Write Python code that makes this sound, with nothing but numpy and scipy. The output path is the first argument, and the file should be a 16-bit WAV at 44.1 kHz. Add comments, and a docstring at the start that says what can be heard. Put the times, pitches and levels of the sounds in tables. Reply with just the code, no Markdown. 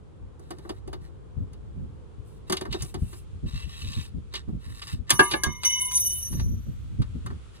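"""Pipe extension on a wrench

A steel pipe extends a wrench deep in a car's engine bay, outdoors. The levered wrench knocks (noise bursts, struck
modes); the pipe scrapes up its handle (rubbing noise through handle modes), clanks off and rings as it is drawn out
(fluttering decaying tones). Wind buffets two microphone ports (low noise) over a faint street (steady noise)."""
import sys
import numpy as np
from scipy import signal
from scipy.fft import rfft, irfft, next_fast_len
from scipy.io import wavfile
from scipy.ndimage import uniform_filter1d

SR = 44100
rng = np.random.default_rng(int(sys.argv[2]) if len(sys.argv) > 2 else 0)


def transcribe(signal):
    """Save signal, clipped to [-1, 1], as a 16-bit WAV file at the path in sys.argv[1]."""
    frames = np.atleast_2d(signal).T
    limited = np.clip(frames, -1, 1)
    pcm = np.round(limited * 32767).astype(np.int16)
    wavfile.write(sys.argv[1], SR, pcm)


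N = 335153

# Levels are in decibels; some functions add a fixed offset.
# street: start_s, traffic_db, air_db
STREET_LEVELS = [(0, -53.5, -71), (1.2, -52.5, -70), (2.3, -53, -68), (3.3, -56.5, -65), (5.0, -58.5, -68),
                 (6.2, -57.5, -66.5), (6.7, -62.5, -62), (7.6, -56.5, -59.5)]
# traffic and air spectra: freq_hz, density_db
TRAFFIC_COLOUR = [(88, -31), (150, 4), (230, -7), (409, -3), (482, -4.5), (617, -16.5), (945, -17),
                  (1070, -17), (2010, -32.5), (4000, -53), (5200, -71), (8800, -120)]
AIR_COLOUR = [(900, 2), (1300, 9.5), (1700, 1.5), (3300, 4), (5500, -5.5), (7500, -4), (10800, -8),
              (12000, -35), (15500, -22)]
# breeze that never quite drops: start_s, level_db
BREEZE_LEVELS = [(0, -49), (.7, -44.5), (.92, -37.5), (1.2, -45.5), (1.8, -38.5), (2.1, -46), (2.9, -42),
                 (4.4, -41.5), (4.85, -45.5), (5.4, -41.5), (5.75, -46), (6.2, -40.5), (6.5, -38),
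                 (6.8, -36), (7.2, -34.5), (7.6, -50)]
# gusts on the ports: start_s, length_s, rumble_db, buffet_db, left_right_db
WIND_GUSTS = [(0.204, 0.065, -38.5, -71, 5), (1.361, 0.073, -28, -38, 7), (1.755, 0.092, -37, -38.5, -5),
              (2.178, 0.022, -36, -71, 13), (2.676, 0.053, -31, -39, -2.5), (2.796, 0.046, -30.5, -57, 1),
              (2.942, 0.038, -32.5, -39, 9), (3.013, 0.022, -21, -35, 5), (3.322, 0.048, -37.5, -49, 1),
              (3.426, 0.043, -29, -31.5, 1), (3.531, 0.033, -25.5, -46, 5), (3.633, 0.043, -32, -64, 9),
              (3.819, 0.083, -32, -44.5, 1.5), (3.962, 0.024, -22.5, -39, 6),
              (4.139, 0.047, -33, -34.5, 4.5), (4.474, 0.021, -42, -27.5, -4), (4.519, 0.049, -32, -34, -5),
              (4.656, 0.078, -37, -45.5, 0), (4.924, 0.021, -25.5, -33.5, -3), (4.985, 0.023, -31, -39, 8),
              (5.119, 0.029, -33, -32.5, -13.5), (5.2, 0.017, -31, -56, -11),
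              (5.461, 0.033, -26.5, -32, -10.5), (6.302, 0.075, -30, -32.5, -1),
              (6.383, 0.088, -24.5, -36.5, 0), (6.453, 0.089, -26.5, -34.5, 0),
              (6.56, 0.036, -30, -44.5, 9), (6.663, 0.037, -34, -33, 0.5), (6.89, 0.063, -41, -44.5, 2),
              (6.986, 0.021, -20, -23.5, -0.5), (7.143, 0.024, -33, -29.5, 5), (7.239, 0.12, -36, -40, 1.5)]
# rumble and sharp buffet spectra: freq_hz, density_db
RUMBLE_COLOUR = [(20, -24), (35, -8), (52, 5), (75, 5), (120, -1.5), (180, -12.5), (300, -23.5), (600, -72)]
SHARP_BUFFET_COLOUR = [(25, -13.5), (60, -8), (130, -0.5), (220, -3), (350, -18.5), (600, -32.5),
                       (1200, -68)]
# left port against right: freq_hz, left_lead_rad
PORT_LEADS = [(20, 5), (300, -1.0), (600, -3), (1000, -1), (1450, -3), (1700, -2.24), (2150, -1.24),
              (3000, -2), (4200, -2), (5150, -3), (5950, -2.5), (8500, -0.5), (10000, 1.5), (13000, 4.5),
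              (15000, -3.5)]
# likeness of near noise at the two ports: freq_hz, correlation_0_to_1
PORT_LIKENESS = [(100, 0.34), (400, 0.79), (1200, 0.79), (2100, 1), (4000, 0.97), (9000, 1), (15000, 1)]
# pipe strokes along the handle: start_s, length_s, rasp_db, hiss_db, growth_db
PIPE_STROKES = [(0.395, 0.39, -81.5, -79.5, -4), (0.994, 0.077, -77.5, -75, 1),
                (2.243, 0.13, -88, -70.5, -7), (2.461, 0.16, -67.5, -68, -3), (2.695, 0.052, -58.5, -68, 4),
                (2.762, 0.057, -61, -59, 0.5), (2.826, 0.068, -66.5, -52.5, -5),
                (2.969, 0.22, -75.5, -60.5, 10), (3.454, .19, -56, -63, 2.5),
                (3.654, 0.28, -57.5, -60.5, 9.5), (3.863, .19, -58.5, -59.5, 0),
                (4.306, 0.057, -59.5, -84, 9), (4.584, 0.22, -69, -67.5, 15.5),
                (4.8, 0.13, -57.5, -56.5, 3), (5.067, 0.07, -55, -74, 3.5),
                (5.213, 0.047, -56.5, -56.5, -1.5), (5.282, 0.029, -51, -63, 2.5),
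                (5.615, 0.11, -64, -59, -16.5), (5.784, 0.44, -76.5, -56.5, 0.5),
                (6.187, 0.23, -68, -68.5, 7), (7.529, 0.035, -66.5, -70, -2)]
# sliding spectra: freq_hz, density_db
RASP_COLOUR = [(500, -25), (950, -23.5), (1150, -12), (2300, -18), (3300, -21), (4300, -13.5),
               (5500, -28.5), (9000, -40.5)]
HISS_COLOUR = [(4500, -16.5), (7000, -11.5), (10200, -3.5), (11200, -10), (12000, -15), (13200, -9),
               (15800, -19.5)]
# where the pipe's rim bears on the handle: start_s, place_0_to_1
RIM_PLACES = [(2.5, 0.71), (3.45, 0.03), (4.08, 0.47), (4.3, 0.7), (4.9, 1)]
# handle resonances: freq_hz, width_hz, level_db, best_place_0_to_1, loss_away_db
HANDLE_RESONANCES = [(1140, 95, -7.5, 0.79, 4), (1480, 210, -0.5, 0.78, 20), (1813, 97, 0.5, 0.89, 9.5),
                     (1990, 33, -4, 0.11, 10), (2702, 54, 2.5, 0.26, 3.8), (2958, 49, 1.5, 0.24, 3.6),
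                     (3320, 45, 1, .37, 10), (3760, 160, 2, 0.68, 6.2), (3906, 150, -5, .35, 4),
                     (4220, 120, -9, .52, 11), (4880, 370, -8, 1, 9.2), (5040, 58, -1.5, .32, 14),
                     (5620, 81, -13, 0.33, 7), (6300, 67, -10, .35, 19), (7860, 120, -16.5, .7, 3)]
# wrench and pipe knocks: start_s, tick_db, thud_db, clang_db, clack_db
METAL_KNOCKS = [(0.394, -52, -50, -58.5, -78), (0.5053, -37, -36.5, -41.5, -44),
                (0.5835, -48.5, -47.5, -57, -56), (0.649, -75, -42.5, -51, -79),
                (0.6922, -38, -33.5, -40.5, -38.5), (0.875, -47.5, -39.5, -55, -53),
                (0.9291, -44.5, -38, -42, -43), (1.531, -51, -79, -63, -57.5),
                (2.4971, -26, -28, -36, -33.5), (2.523, -17, -29.5, -29, -26),
                (2.567, -31.5, -45, -45, -31), (2.61, -34, -32.5, -37.5, -38.5),
                (2.6518, -48, -39.5, -39.5, -50), (2.7248, -33.5, -47.5, -47.5, -29),
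                (2.7426, -51, -32.5, -38, -61), (2.806, -46, -64, -52, -42),
                (2.821, -23, -43.5, -47.5, -44), (2.846, -38, -59, -59, -59),
                (2.9409, -37.5, -35, -43, -40.5), (3.1294, -46, -48.5, -47.5, -49),
                (4.3373, -37, -45, -39, -32), (4.352, -35, -52, -68.5, -29.5), (4.483, -73, -46, -59, -69),
                (4.8177, -40.5, -73, -45, -36), (4.875, -40, -70.5, -50.5, -42.5),
                (5.0943, -27, -51, -37, -27), (5.1036, -5.5, -34.5, -23, -16),
                (5.1919, -21, -18, -18.5, -21.5), (5.3106, -29, -37.5, -36, -23.5),
                (5.318, -41.5, -41, -38.5, -28.5), (5.3342, -35.5, -26, -30.5, -27),
                (5.4346, -13, -33.5, -37.5, -28), (5.463, -60, -36.5, -37.5, -50),
                (5.6329, -27.5, -51.5, -35, -28), (5.6533, -25.5, -56.5, -45, -41.5),
                (5.7857, -40.5, -55, -51, -60), (5.9114, -29.5, -69, -47.5, -40.5),
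                (5.9435, -27, -59, -57.5, -41.5), (5.9746, -22, -55.5, -54, -39),
                (6.0444, -42, -53, -63, -54), (6.117, -34, -56, -78, -66), (6.327, -59, -46.5, -50, -48),
                (6.3949, -65, -48, -43, -42), (7.018, -44.5, -74, -44.5, -44),
                (7.2613, -38.5, -53.5, -39, -45), (7.3022, -58, -46.5, -46.5, -59)]
# ringing of tick, thud, clang, clack: level_db, rise_s, t60_s, tail_db
KNOCK_DECAYS = [(-2.5, 0.0011, 0.033, -29), (5, 0.0061, 0.093, -19.5), (2.5, 0.0014, 0.063, -11),
                (5, 0.0046, 0.043, -28)]
# spectra of tick, thud, clang, clack: freq_hz, density_db
KNOCK_COLOURS = [
    [(2500, -32.5), (5500, -2), (7000, -1), (10300, -4), (11200, -3), (12000, -19), (13500, -9),
     (15800, -15.5)],
    [(60, -27.5), (160, -5.5), (260, -9.5), (350, 5.5), (480, -11), (580, -18), (720, -8.5), (1500, -48.5)],
    [(300, -31.5), (560, -1.5), (700, -4.5), (880, 0.5), (1130, -1), (1400, 3), (1680, 0), (2000, -9.5),
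     (3500, -39)],
    [(1000, -36.5), (2000, -5.5), (2500, 3.5), (3000, -0.5), (3400, -7), (4600, 0), (5600, -10.5),
     (8000, -17.5), (12000, -46.5)],
]
# hard clanks on heavy parts: start_s, bracket_db, plate_db, socket_db, bar_db
HARD_CLANKS = [(5.104, -30, -28, -24, -33.5), (5.193, -16.5, -15.5, 0, -6.5),
               (5.207, -26, -23.5, -14.5, -22.5), (5.336, -23.5, -35, -15, -31),
               (5.434, -42, -28.5, -42, -15)]
# engine thud modes: freq_hz, level_db, t60_s, left_right_db, left_lead_rad
ENGINE_THUD_MODES = [(325, -3, .12, 4, -.8), (377, 2.5, .2, 5, -.9), (570, -12, .11, 0, -2.2)]
# bracket, plate, socket, bar modes: freq_hz, level_db, t60_s, left_right_db, left_lead_rad
HEAVY_PART_MODES = [
    [(570, -4, .1, 0, -2.2), (856, 0, .15, 4, 1.9), (1707, 2, .12, -1, .7), (2245, -14, .17, 0, -1),
     (2363, -4, .08, -2.5, -1.4)],
    [(958, -10, .4, -1.5, -1.3), (1082, 0, .2, .5, -1.5), (1181, -4, .28, 4, .5)],
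    [(1540, 0, .08, .5, -3.1), (2740, -19, .12, 0, -2)],
    [(1643, 0, .1, -2.5, -.2), (3327, -11, .07, -2.5, 3.1)],
]
# pipe modes by family (bending, low, middle, high ovalling, wall, upper wall, rim):
# freq_hz, level_db, t60_s, touch_loss_db
PIPE_MODE_FAMILIES = [
    [(994, -10, 1.1, 0), (2120, -2, .9, 0), (3672, -13, .9, 0)],
    [(2972, 0, .8, 0)],
    [(5934, 0, .75, 4)],
    [(6083, 0, .7, 4)],
    [(10018, 0, .55, 1), (11364, -18, 1.1, 1)],
    [(13028, 0, .95, 0)],
    [(14573, -10, .38, 1), (15027, 0, .38, 2)],
]
# touches that ring the pipe: start_s, bending_db, low_ovalling_db, middle_ovalling_db, high_ovalling_db,
# wall_db, upper_wall_db, rim_db
PIPE_TOUCHES = [(5.104, -57, -47, -42.5, -55.5, -38.5, -49, -43.5),
                (5.198, -42, -44, -54, -43.5, -34.5, -64, -47),
                (5.440, -45, -54.5, -44.5, -57, -51, -60.5, -68),
                (5.646, -36.5, -31, -27, -43, -35.5, -58, -35),
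                (5.794, -47.5, -63, -43, -52, -30, -71, -39),
                (5.914, -43.5, -74, -38.5, -33, -36.5, -51.5, -46),
                (5.950, -63, -72, -50, -30, -28, -48.5, -43.5),
                (5.98, -71, -72.5, -36, -47.5, -28.5, -33, -40.5),
                (6.051, -49, -47, -34, -51, -35, -45.5, -49.5), (6.115, -66, -53, -55, -49, -38, -61, -40),
                (6.225, -75, -75, -40.5, -54, -43.5, -63, -63)]
# low tones fade while the swinging pipe points at the microphone, swell side-on: start_s, level_db
PIPE_AIM = [(5.16, -3), (5.25, 1), (5.33, -5), (5.41, 3.5), (5.5, 1), (5.56, -0.5), (5.70, -1), (5.90, 3),
            (6.01, -1.5), (6.07, -3.5), (6.18, 1), (6.30, -9)]
# closing hand chokes the bending tones: start_s, end_s, mode_hz, loss_db
HAND_CHOKES = [(5.915, 5.95, 2120, 17), (5.965, 6.0, 994, 14)]

BREEZE_FLUTTER_DB, BREEZE_FLUTTER_HZ = 0.5, 21
GUST_ATTACK_S, GUST_RELEASE_T60_S = 0.011, 0.12
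STROKE_ATTACK_S, STROKE_RELEASE_T60_S = 0.037, 0.14
PIPE_RISE_S = 0.0033  # a touch is a brief chatter
CUTOFF_HZ = 15900
FFT_SIZE = next_fast_len(N, True)
TIME_S = np.arange(N) / SR
FREQ_HZ = np.maximum(np.fft.rfftfreq(FFT_SIZE, 1 / SR), 1)


def from_db(db):
    """Decibels to gain."""
    return 10 ** (np.asarray(db) / 20)


def rms_one(x):
    """Scale to an rms of 1."""
    return x / np.sqrt(np.mean(x ** 2) + 1e-20)


def in_time(rows):
    """Interpolate each column of a curve at every sample."""
    times_s, *columns = np.transpose(rows)
    return [np.interp(TIME_S, times_s, column) for column in columns]


def over_hz(points):
    """Interpolate a spectrum over log frequency."""
    freq_hz, value = np.transpose(points)
    return np.interp(np.log(FREQ_HZ), np.log(freq_hz), value)


def filtered(x, response):
    """Apply a frequency response."""
    return irfft(rfft(x, FFT_SIZE) * response, FFT_SIZE)[..., :N]


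def add(track, start_s, piece):
    """Add a piece to a track from a given time."""
    at = int(start_s * SR)
    track[..., at:at + piece.shape[-1]] += piece[..., :N - at]


def drift(rate_hz):
    """Random control signal of rms 1: noise through two equal poles, computed every 40 samples."""
    pole = np.exp(-80 * np.pi * rate_hz / SR)
    white = rng.standard_normal(N // 40 + 2002)
    slow = signal.lfilter([1], [1, -2 * pole, pole * pole], white)[2000:]  # drop the settling
    return np.interp(np.arange(N) / 40, np.arange(len(slow)), rms_one(slow))


def noise(response):
    """Coloured noise of rms 1, unrelated at the two ports."""
    return rms_one(filtered(rng.standard_normal((2, N)), response))


def near_noise(response):
    """Close coloured noise of rms 1; mid and side shares set its likeness at the ports."""
    alike = np.clip(over_hz(PORT_LIKENESS), 0, 1)
    mid, side = noise(response * np.sqrt([1 + alike, 1 - alike]))
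    return np.array([mid + side, mid - side]) / np.sqrt(2)


def swell(length_s, attack_s, release_t60_s, growth_db=0):
    """One second of a gesture's gain: sets in, holds or changes by growth_db, then dies away."""
    t = TIME_S[:SR]
    held_db = growth_db * (np.minimum(t / length_s, 1) - .5)
    released_db = -60 * np.maximum(t - length_s, 0) / release_t60_s
    return np.minimum(t / attack_s, 1) * from_db(held_db + released_db)


def envelope(times_s, levels_db, rise_s, t60_s):
    """Blows add their energy, which decays; a lag smooths the resulting gain."""
    energy = np.zeros(N)
    energy[(np.asarray(times_s) * SR).astype(int)] = from_db(levels_db) ** 2
    keep = from_db(-120 / (t60_s * SR))  # energy loses twice the amplitude's dB
    lag = np.exp(-1 / (rise_s * SR))
    gain = np.sqrt(signal.lfilter([1], [1, -keep], energy + 1e-22))
    return signal.lfilter([1 - lag], [1, -lag], gain)


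def crowded_modes(spacing_hz):
    """Countless small resonances ripple a metal part's response, fully above 1700 Hz."""
    centres_hz = np.arange(0, SR / 2, spacing_hz)
    ripple = np.interp(FREQ_HZ, centres_hz, rng.uniform(-1, 1, 1000)[:len(centres_hz)])
    return from_db(9 * ripple * np.minimum(FREQ_HZ / 1700, 1))


def wandering(x, share, rate_hz):
    """Uneven playback speed slides all resonances up and down together."""
    return np.interp(np.cumsum(1 + share * drift(rate_hz)), np.arange(N), x, right=0)


def street():
    """Far traffic and a thin outdoor hiss, as noise unrelated at the ports."""
    traffic_db, air_db = in_time(STREET_LEVELS)
    traffic = from_db(traffic_db) * noise(from_db(over_hz(TRAFFIC_COLOUR)))
    air = from_db(air_db) * noise(from_db(over_hz(AIR_COLOUR)))
    return traffic + air


def eddies(colour, span_s, opposed=0.1):
    """Evenly strong turbulence, pushing a little on one port while pulling at the other."""
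    flow = noise(from_db(over_hz(colour)))
    flow = flow - opposed * flow[::-1]
    local_power = uniform_filter1d((flow ** 2).mean(0), int(span_s * SR))
    return flow / np.sqrt(local_power + 1e-6)


def wind():
    """Eddies rumble at the ports; gusts may favour one side, and their sharp buffets reach higher up."""
    breeze_db, = in_time(BREEZE_LEVELS)
    rumble_power, buffet_power = np.zeros((2, 2, N))
    rumble_power += from_db(breeze_db + BREEZE_FLUTTER_DB * drift(BREEZE_FLUTTER_HZ)) ** 2
    for start_s, length_s, rumble_db, buffet_db, pan_db in WIND_GUSTS:
        sides = rms_one(from_db([[pan_db / 2], [-pan_db / 2]]))
        gust = sides * swell(length_s, GUST_ATTACK_S, GUST_RELEASE_T60_S)
        add(rumble_power, start_s, (from_db(rumble_db) * gust) ** 2)
        add(buffet_power, start_s, (from_db(buffet_db) * gust) ** 2)
    rumble = np.sqrt(rumble_power) * eddies(RUMBLE_COLOUR, span_s=0.032)
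    buffets = np.sqrt(buffet_power) * eddies(SHARP_BUFFET_COLOUR, span_s=0.03)
    return rumble + buffets


def engine_bay(x, t60_s=0.071, wet_db=-15):
    """Bonnet and bodywork return a short scatter of echoes: decaying noise after 4 ms."""
    t = TIME_S[:SR // 2]
    echoes = rng.standard_normal((2, len(t))) * from_db(-60 * t / t60_s) * (t > .004)
    echoes /= np.sqrt((echoes ** 2).sum(1, keepdims=True))
    return x + from_db(wet_db) * signal.fftconvolve(x, echoes, axes=1)[:, :N]


def ports(x):
    """Near sounds reach the two ports out of step, by a phase that varies with frequency."""
    return filtered(x, np.exp(.5j * over_hz(PORT_LEADS) * np.array([[1], [-1]])))


def rasp(catch_db=4, reach=0.29, unrest_db=2.5):
    """Tiny uneven catches ring the handle; each mode speaks most as the rim passes its liveliest place."""
    place, = in_time(RIM_PLACES)
    catches = rms_one(rng.standard_normal(N) * from_db(catch_db * drift(200)))
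    out = filtered(catches, from_db(over_hz(RASP_COLOUR)))
    for freq_hz, width_hz, level_db, best_place, loss_db in HANDLE_RESONANCES:
        away = 1 - np.exp(-((place - best_place) / reach) ** 2)
        push = catches * from_db(level_db - loss_db * away + unrest_db * drift(14))
        out = out + signal.lfilter(*signal.iirpeak(freq_hz, freq_hz / width_hz, fs=SR), push)
    return wandering(rms_one(out), share=.008, rate_hz=4)


def sliding(grain_db=0.0, pressure_db=2.0):
    """Steel rubs on steel: a rasp and a fine hiss under an unsteady hand."""
    rasp_power, hiss_power = np.zeros((2, N))
    for start_s, length_s, rasp_db, hiss_db, growth_db in PIPE_STROKES:
        stroke = swell(length_s, STROKE_ATTACK_S, STROKE_RELEASE_T60_S, growth_db)
        add(rasp_power, start_s, (from_db(rasp_db + 13) * stroke) ** 2)
        add(hiss_power, start_s, (from_db(hiss_db + 3.5) * stroke) ** 2)
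    hiss = near_noise(from_db(over_hz(HISS_COLOUR)) * crowded_modes(spacing_hz=144.0))
    rubbing = np.sqrt(rasp_power) * rasp() + np.sqrt(hiss_power) * hiss
    return rubbing * from_db(grain_db * drift(120) + pressure_db * drift(13))


def handle_colour(leak):
    """The handle's resonances at mean strength, over the share of sound that bypasses them."""
    response = leak
    for freq_hz, width_hz, level_db, _, loss_db in HANDLE_RESONANCES:
        detuning = 2 * (FREQ_HZ - freq_hz) / width_hz
        response = response + from_db(level_db - loss_db / 2) / (1 + detuning ** 2)
    return response


def knocks(tail_t60_s=0.2):
    """A hard tick builds first; the handle's clack and the rattle of parts behind it build at their own rates."""
    times_s, *parts_db = np.transpose(METAL_KNOCKS)
    metal = handle_colour(leak=0.53) * crowded_modes(spacing_hz=128.44)
    out = 0
    for part_db, colour, (level_db, rise_s, t60_s, tail_db) in zip(parts_db, KNOCK_COLOURS, KNOCK_DECAYS):
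        decay = envelope(times_s, part_db + level_db, rise_s, t60_s)
        tail = envelope(times_s, part_db + level_db + tail_db, rise_s, tail_t60_s)
        out = out + near_noise(from_db(over_hz(colour)) * metal) * (decay + tail)
    return out


def struck(times_s, levels_db, modes, rise_s, spread_db):
    """Each blow rings every mode at a random phase, its strength varied by spread_db; modes may favour a port."""
    out, t = np.zeros((2, N)), TIME_S[:SR // 2]
    side = np.array([[.5], [-.5]])
    for freq_hz, mode_db, t60_s, pan_db, lead_rad in modes:
        decay = from_db(mode_db + side * pan_db - 60 * t / t60_s) * (1 - np.exp(-t / rise_s))
        for start_s, blow_db in zip(times_s, levels_db):
            strength = from_db(blow_db + spread_db * rng.standard_normal())
            tone = np.sin(2 * np.pi * (freq_hz * t + rng.random()) + side * lead_rad)
            add(out, start_s, strength * decay * tone)
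    return out


def heavy_parts(thud_db=-4):
    """Every knock thuds in the engine parts; hard clanks also shake clear tones out of heavy parts."""
    times_s, _, knock_db, _, _ = np.transpose(METAL_KNOCKS)
    out = struck(times_s, knock_db + thud_db, ENGINE_THUD_MODES, rise_s=0.0038, spread_db=1.2)
    times_s, *parts_db = np.transpose(HARD_CLANKS)
    for part_db, modes in zip(parts_db, HEAVY_PART_MODES):
        out += struck(times_s, part_db, modes, rise_s=0.0039, spread_db=0.0)
    return out


def choke_loss_db(freq_hz):
    """The closing hand's growing loss on one mode."""
    return sum(np.interp(TIME_S, [start_s, end_s], [0, loss_db])
               for start_s, end_s, mode_hz, loss_db in HAND_CHOKES if mode_hz == freq_hz)


def pipe(flutter_hz=15.6, port_spread_rad=0.44, partner=0.7):
    """Modes ring on, touches damping some; each tone is a split pair on a not quite round pipe, so it beats and
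    flutters."""
    times_s, *families_db = np.transpose(PIPE_TOUCHES)
    touches_so_far = uniform_filter1d(np.searchsorted(times_s, TIME_S).astype(float), SR // 200)
    touch_numbers = 1 + np.arange(len(times_s))
    aim_curve_db, = in_time(PIPE_AIM)
    port_offset_rad = port_spread_rad * drift(3.3) * np.array([[1], [-1]])
    out = np.zeros((2, N))
    for touch_db, modes in zip(families_db, PIPE_MODE_FAMILIES):
        for freq_hz, level_db, t60_s, touch_loss_db in modes:
            aim_db, offset_rad = (aim_curve_db, port_offset_rad) if freq_hz < 4000 else (0, 0)
            # motion shifts the high tones most
            angle = 2 * np.pi * freq_hz * TIME_S + freq_hz / 10000 * drift(12)
            # phase of the split partner tone
            partner_phase = 2 * np.pi * flutter_hz * TIME_S + 2.72 * drift(4.97)
            tone = np.sin(angle) + partner * np.sin(angle + partner_phase + offset_rad)
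            # pre-boosted by touch number: a touch damps only what rang before it
            ring = envelope(times_s, touch_db + level_db + touch_loss_db * touch_numbers, PIPE_RISE_S, t60_s)
            loss_db = choke_loss_db(freq_hz) + touch_loss_db * touches_so_far
            out += tone * ring * from_db(aim_db - loss_db)
    return from_db(8.0) * out


def scene():
    """Street and wind around the metal sounds; the bay echoes the knocks, sliding and heavy parts."""
    metal = engine_bay(ports(knocks() + sliding()) + heavy_parts())
    return street() + wind() + metal + ports(pipe())


def record(dry):
    """The highest peaks are rounded and the top is cut steeply."""
    rounded = dry / (1 + (dry / .85) ** 6) ** (1 / 6)
    return signal.sosfilt(signal.ellip(12, .1, 90, CUTOFF_HZ, fs=SR, output="sos"), rounded)


dry = scene()
out = record(dry)
transcribe(out)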